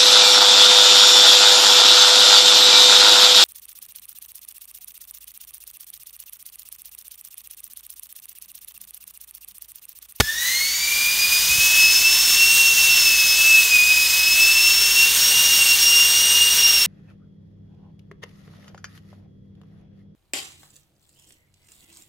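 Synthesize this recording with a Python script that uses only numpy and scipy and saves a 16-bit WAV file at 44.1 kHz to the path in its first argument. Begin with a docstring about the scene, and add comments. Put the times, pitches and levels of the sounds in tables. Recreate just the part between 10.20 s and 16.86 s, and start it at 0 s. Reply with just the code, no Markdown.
"""A workshop: a six-bladed turbocharger wheel, held in the hand, is spun by a blow gun close to one microphone.
A short pop and thump open the take. The blades chop the jet into a siren-like whine of sine partials that
follows the shaft speed, and swells and drops out as echoes meet it.
Coloured noise makes the air: rush in the housing, hiss on the blades, fizz at the nozzle.
The shop answers through a decaying noise tail, machines hum underneath, stray air rumbles on the microphone."""
import sys
import numpy as np
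from scipy import signal
from scipy.fft import rfft, irfft, next_fast_len
from scipy.io import wavfile
from scipy.ndimage import uniform_filter1d, map_coordinates

SR = 44100
rng = np.random.default_rng(int(sys.argv[2]) if len(sys.argv) > 2 else 0)


def inscribe(sig):
    """Save sig as 16-bit PCM at rate SR to the path in sys.argv[1].

    A 1-D sig is mono; a 2-D sig holds one channel per row.
    Samples are clipped to [-1, 1] before scaling.
    """
    pcm = np.round(np.clip(np.atleast_2d(sig).T, -1, 1) * 32767)
    wavfile.write(sys.argv[1], SR, pcm.astype(np.int16))


N = 293749

# colour of the opening crack: (frequency [Hz], density [dB per Hz])
POP_COLOUR = [(40, -6), (140, 4), (290, -10), (400, 2), (550, -9), (750, -5.5), (1500, -8), (5000, -12.5),
              (15000, -24)]
# colour of stray air, also of the opening thump: (frequency [Hz], density [dB per Hz])
BUFFET_COLOUR = [(20, -36), (45, -3), (75, 0.5), (170, -10), (300, -22), (1500, -68)]
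# speed of the shaft: (time [s], turns per second [Hz])
SHAFT_SPEED = [(0, 280.7), (0.09, 296.2), (0.37, 355), (0.61, 388.2), (0.89, 404), (1.22, 411.2),
               (1.45, 429), (1.68, 432), (1.97, 447), (2.38, 456.7), (2.6, 450.4), (2.76, 451),
               (2.9, 436.5), (3.06, 429.6), (3.28, 438.4), (3.42, 429.8), (3.59, 412.2), (3.72, 421),
               (4.02, 426.1), (4.49, 452.0), (4.69, 452.9), (5.13, 467.6), (5.29, 468), (5.48, 459.2),
               (5.65, 465.6), (5.9, 465.6), (6.02, 470.6), (6.25, 470.4), (6.53, 464.6), (6.66, 453.3)]
# blade-pass tone, swelling and fading as direct sound and room echoes interfere: (time [s], level [dB])
WHINE_LEVEL = [(0, -42), (0.1, -26), (0.15, -33.5), (0.44, -25.4), (0.52, -40), (0.72, -25), (1.17, -21.8),
               (1.25, -34), (1.31, -22.5), (1.66, -15.2), (1.74, -28.5), (1.85, -15.5), (2.02, -32),
               (2.13, -28), (2.21, -15.5), (2.87, -20.5), (3.17, -21), (3.26, -13.5), (3.38, -11.5),
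               (3.44, -23), (3.55, -13.5), (3.95, -24), (4.22, -16), (4.48, -19.5), (4.58, -29.1),
               (4.66, -31), (4.73, -14), (4.9, -19.5), (4.97, -28), (5.54, -14.5), (5.6, -28),
               (5.74, -16.5), (5.92, -23.8), (6.25, -15.5), (6.31, -23), (6.49, -21), (6.66, -27.6)]
# its octave: (time [s], level [dB])
OCTAVE_LEVEL = [(0, -40), (0.31, -29), (0.38, -25.6), (0.8, -31.7), (1.12, -25), (1.55, -30), (1.64, -21),
                (2.08, -20.0), (2.58, -27.5), (2.83, -18.3), (2.96, -26.1), (3.08, -21), (3.24, -29),
                (3.75, -25.5), (4.65, -17.5), (4.92, -30.5), (5.08, -21.5), (5.55, -25.5), (5.77, -16),
                (5.86, -21.6), (6.3, -24), (6.42, -17.5), (6.66, -20)]
# third blade harmonic: (time [s], level [dB])
THIRD_LEVEL = [(0, -38), (0.65, -31.9), (0.95, -39), (1.6, -40), (2.4, -28), (2.9, -54), (3.25, -31.5),
               (4.7, -33.5), (5.2, -27), (5.6, -28.5), (6.25, -24.5), (6.66, -34)]
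# tones of unequal blades and the top blade overtones: (shaft order [per turn], level re the rush curve [dB])
FAINT_TONES = [(4, -29.5), (5, -23), (7, -20), (24, -20.5), (30, -26)]
# the jet, before the trims in jet(): (time [s], fizz at the nozzle [dB], hiss on the blades [dB])
JET_LEVELS = [(0.04, -33.5, -37.5), (0.17, -34.5, -34), (0.22, -28, -29), (0.63, -30.5, -29.5),
              (0.87, -25.5, -29.5), (1.13, -25.5, -27), (1.31, -23.5, -23.5), (2.93, -23.5, -23),
              (3.67, -25.5, -27), (5.24, -22.5, -24), (5.64, -23, -24.5), (5.74, -23.5, -24),
              (5.9, -24, -25), (6.66, -24, -28)]
# turbulence of the jet: (frequency [Hz], density [dB per Hz])
TURBULENCE_COLOUR = [(25, -29), (110, -13.5), (220, -15), (700, -16), (1400, -11.5), (2400, -4),
                     (3500, -2.5), (5000, -3), (6400, -2), (7700, -6), (9200, -2.5), (10500, -7),
                     (11500, -5), (15000, -3.5)]
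# air resonances of housing and cupped hand, with a slight dip at 6440 Hz and a deeper one at 10500 Hz:
# (centre [Hz], width [Hz], height [dB])
HOUSING_RESONANCES = [(1013, 300, 4.5), (1486, 290, 4.5), (1780, 66, 4.5), (2180, 63, 2.5),
                      (2932, 150, 8.5), (3420, 193, 7), (3787, 330, 6), (4353, 150, 7), (5660, 210, 1.5),
                      (6200, 150, 4.5), (6440, 180, -0.5), (6700, 220, 3.5), (10500, 550, -3)]
# whine sent in all directions into the shop, before its swell: (shaft order [per turn], level [dB])
SPILL_TONES = [(6, -31), (12, -37)]
# reverberation of the shop: (frequency [Hz], time to fall 60 dB [s])
SHOP_DECAY = [(200, 1.1), (2500, 1.4), (6000, 1.1), (15000, 0.27)]
# machines in the shop, once the hum is fully up: (frequency [Hz], level [dB])
MACHINE_HUM = [(50.6, -55), (59.2, -50.5), (113, -64), (554.5, -63)]
# stray air on the microphone: (time [s], time from peak to 1/e [s], peak level [dB])
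STRAY_AIR = [(1.302, 0.036, -39), (1.381, .021, -33.5)]

CRUISE_HZ = 468  # usual shaft speed
# once-a-turn hum of the shaft at cruising speed [dB], and its growth with speed [dB per Hz]
UNBALANCE_DB, UNBALANCE_DB_PER_HZ = -51.5, 0.2
# strength of the echoes that cancel a tone, re the direct sound
WHINE_FADE, OVERTONE_FADE = 0.56, 0.75
# how often they change: per second as the hand sways, and per Hz of shaft speed gained or lost
FADE_PER_S, FADE_PER_HZ = 12, 0.17
# rush curve: level at cruise and median fizz, before jet() trims it [dB]; dB per dB of fizz; dB per Hz of speed
RUSH_DB, RUSH_GROWS, RUSH_DB_PER_HZ = -21, 0.71, 0.0282
TOP_HZ = 15750  # band limit of the recorder


def amp(db):
    """Decibels to gain."""
    return 10 ** (np.asarray(db) / 20)


def unit(x):
    """x at rms 1."""
    return x / np.sqrt(np.mean(x ** 2) + 1e-20)


def clock():
    """The time of every sample, in seconds."""
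    return np.arange(N) / SR


def along(points, hz):
    """Interpolate (Hz, value) points on a log frequency axis."""
    point_hz, values = np.transpose(points)
    return np.interp(np.log(hz + 1), np.log(point_hz + 1), values)


def curves(rows):
    """One value per sample for each column after the time."""
    times, *columns = np.transpose(rows)
    return [np.interp(clock(), times, column) for column in columns]


def wobble(rate):
    """A smooth random curve through `rate` knots a second."""
    knots = rng.standard_normal(int(N * rate / SR) + 4)
    return map_coordinates(knots, [clock() * rate])


def filtered(x, response):
    """x shaped by a gain that depends on frequency; the padding keeps its end off its start."""
    size = next_fast_len(N + SR // 2)
    spectrum = rfft(x, size) * response(np.fft.rfftfreq(size, 1 / SR))
    return irfft(spectrum, size)[:N]


def noise(response):
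    """Noise of rms 1 with the given colour."""
    return unit(filtered(rng.standard_normal(N), response))


def flutter(width_hz):
    """Random motion of rms 1 that fades above width_hz."""
    def response(hz):
        gentle = 1 / np.sqrt(1 + (hz / width_hz) ** 2)
        return gentle / (1 + (hz / (10 * width_hz)) ** 2)
    return noise(response)


def pop(at=0.006, length=0.0061, crack_db=-7, thump_db=-17, thump_t60=0.1):
    """A short sharp noise burst with a low, exponentially dying thump under it; times in seconds."""
    t = clock()
    burst = np.exp(-((t - at) / length) ** 2)
    crack = amp(crack_db) * burst * noise(lambda hz: amp(along(POP_COLOUR, hz)))
    thump = amp(thump_db - 60 * t / thump_t60) * noise(lambda hz: amp(along(BUFFET_COLOUR, hz)))
    return crack + thump


def shaft_angle():
    """How far the shaft has turned, in radians: the running sum of its slightly unsteady speed."""
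    speed_hz = curves(SHAFT_SPEED)[0] * (1 + 0.00018 * wobble(25))
    return 2 * np.pi * np.cumsum(speed_hz) / SR


def braking(full_hz=70):
    """0 while the shaft gains speed, 1 when it loses full_hz or more a second."""
    slope = np.gradient(curves(SHAFT_SPEED)[0]) * SR  # Hz per second
    return np.clip(-uniform_filter1d(slope, size=SR // 4) / full_hz, 0, 1)


def blade_tone(phase, level_db, rough, width_hz):
    """One partial of the chopped jet; eddies shake its strength and its phase."""
    steady = np.sin(phase)
    shaken = flutter(width_hz) * steady + flutter(width_hz) * np.cos(phase)
    return amp(level_db) * unit(steady + rough * shaken)


def fading(depth):
    """Echoes cancel a tone now and then, more often while the pitch moves; local mean power is held."""
    glide_hz = np.abs(np.gradient(curves(SHAFT_SPEED)[0]))  # change per sample
    turns = np.cumsum(FADE_PER_S / SR + FADE_PER_HZ * glide_hz)
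    knots = rng.standard_normal(size=(2, 1024))
    in_phase, across = (map_coordinates(row, [turns], mode="wrap") for row in knots)
    gain = np.tanh(np.hypot(1 + depth * in_phase, depth * across))  # direct sound plus echo, peaks softened
    return gain / np.sqrt(uniform_filter1d(gain ** 2, size=SR // 6))


def faded_tone(phase, level_db, depth, rough, width_hz):
    """A blade tone as it reaches the microphone, direct sound and echoes together, with brief dropouts."""
    return fading(depth) * blade_tone(phase, level_db, rough, width_hz)


def rush_level():
    """The rush in the housing follows the flow from the nozzle and the pumping of the wheel, in dB."""
    fizz_db = curves(JET_LEVELS)[0]
    flow_db = RUSH_GROWS * (fizz_db - np.median(fizz_db))
    pumping_db = RUSH_DB_PER_HZ * (curves(SHAFT_SPEED)[0] - CRUISE_HZ)
    return RUSH_DB + flow_db + pumping_db


def wheel(angle):
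    """Six blades cut the jet on every turn: blade harmonics, the hum of unbalance and faint other orders."""
    blade = 6 * angle
    # while the shaft slows, the direct tone beats with its own sound in the room and flutters
    slowing = braking()
    whine_db, octave_db, third_db = (curves(rows)[0] for rows in (WHINE_LEVEL, OCTAVE_LEVEL, THIRD_LEVEL))
    whine = faded_tone(blade, whine_db, WHINE_FADE, rough=0.09 + 0.24 * slowing, width_hz=23)
    whine += faded_tone(2 * blade, octave_db, OVERTONE_FADE, rough=0.22 + 0.11 * slowing, width_hz=26)
    whine += faded_tone(3 * blade, third_db, OVERTONE_FADE, rough=0.38, width_hz=27)
    unbalance_db = UNBALANCE_DB + UNBALANCE_DB_PER_HZ * (curves(SHAFT_SPEED)[0] - CRUISE_HZ)
    whine += blade_tone(angle, unbalance_db, rough=0.1, width_hz=14)
    rush_db = rush_level()
    for order, db in FAINT_TONES:
        whine += blade_tone(round(order) * angle, rush_db + db, rough=0.33, width_hz=15)
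    return whine


def jet_colour(hz):
    """Broad turbulence, lifted at the resonances of the housing and dipped at two places."""
    peaks_db = sum(db / (1 + (2 * (hz - centre) / width) ** 2) for centre, width, db in HOUSING_RESONANCES)
    return amp(along(TURBULENCE_COLOUR, hz) + peaks_db)


def below(hz, edge_hz):
    """Share of the power that falls under a soft band edge."""
    return 1 / (1 + (hz / edge_hz) ** 16)


def jet():
    """Air rushes in the housing, hisses on the blades and fizzes at the nozzle: three unsteady noise bands."""
    fizz_db, hiss_db = curves(JET_LEVELS)
    rush_db = rush_level()
    hiss_hz, fizz_hz = 5000, 7700  # lower edges of the two upper bands
    rush = noise(lambda hz: jet_colour(hz) * np.sqrt(below(hz, hiss_hz)))
    hiss = noise(lambda hz: jet_colour(hz) * np.sqrt((1 - below(hz, hiss_hz)) * below(hz, fizz_hz)))
    fizz = noise(lambda hz: jet_colour(hz) * np.sqrt(1 - below(hz, fizz_hz)))
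    air = amp(rush_db - 3.5 + 0.21 * wobble(22)) * rush
    air += amp(hiss_db + 0.33 + 0.43 * wobble(22.26)) * hiss
    air += amp(fizz_db + 2.7 + 0.55 * wobble(22)) * fizz
    shared_db = 0.55 * wobble(14) + 0.45 * wobble(70)
    return air * amp(shared_db)


def spill(angle):
    """Summed over all directions, the whine is much steadier than what meets the microphone directly."""
    smooth_db = uniform_filter1d(curves(WHINE_LEVEL)[0], size=SR // 4)
    swell_db = 0.42 * (smooth_db - smooth_db.mean())
    return sum(blade_tone(round(order) * angle, db + swell_db, rough=0.74, width_hz=17)
               for order, db in SPILL_TONES)


def shop(x):
    """The answer of the hard floor and walls, a decaying noise tail; the top treble dies first."""
    hz, t, z = signal.stft(rng.standard_normal(SR), SR, nperseg=256)
    decay = amp(-60 * t / along(SHOP_DECAY, hz)[:, None])
    tail = signal.istft(z * decay, SR, nperseg=256)[1]
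    return signal.fftconvolve(x, tail / np.linalg.norm(tail))[:N]


def hum():
    """Machines hum as steady sines; the two lowest beat against each other."""
    return sum(amp(db) * unit(np.sin(2 * np.pi * (hz * clock() + rng.random()))) for hz, db in MACHINE_HUM)


def buffets():
    """Stray air brushes the microphone: low noise under short bell-shaped swells."""
    swell = sum(amp(db) * np.exp(-((clock() - s) / length) ** 2) for s, length, db in STRAY_AIR)
    return swell * noise(lambda hz: amp(along(BUFFET_COLOUR, hz)))


def scene():
    """Wheel and jet near the microphone, the shop around them; both channels carry the one microphone."""
    angle, air = shaft_angle(), jet()
    room = shop(spill(angle) + amp(-8) * air)
    hum_db = np.interp(clock(), [0.6, 1.4], [-5, 0])  # the hum comes up between these times
    mono = pop() + wheel(angle) + air + room + amp(hum_db) * hum() + buffets()
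    return np.array([mono, mono])


def record(dry):
    """The recorder rounds off the highest peaks and keeps nothing above its band limit."""
    rounded = dry / (1 + np.abs(dry / 0.88) ** 12) ** (1 / 12)
    return np.array([filtered(channel, lambda hz: hz < TOP_HZ) for channel in rounded])


dry = scene()
out = record(dry)
inscribe(out)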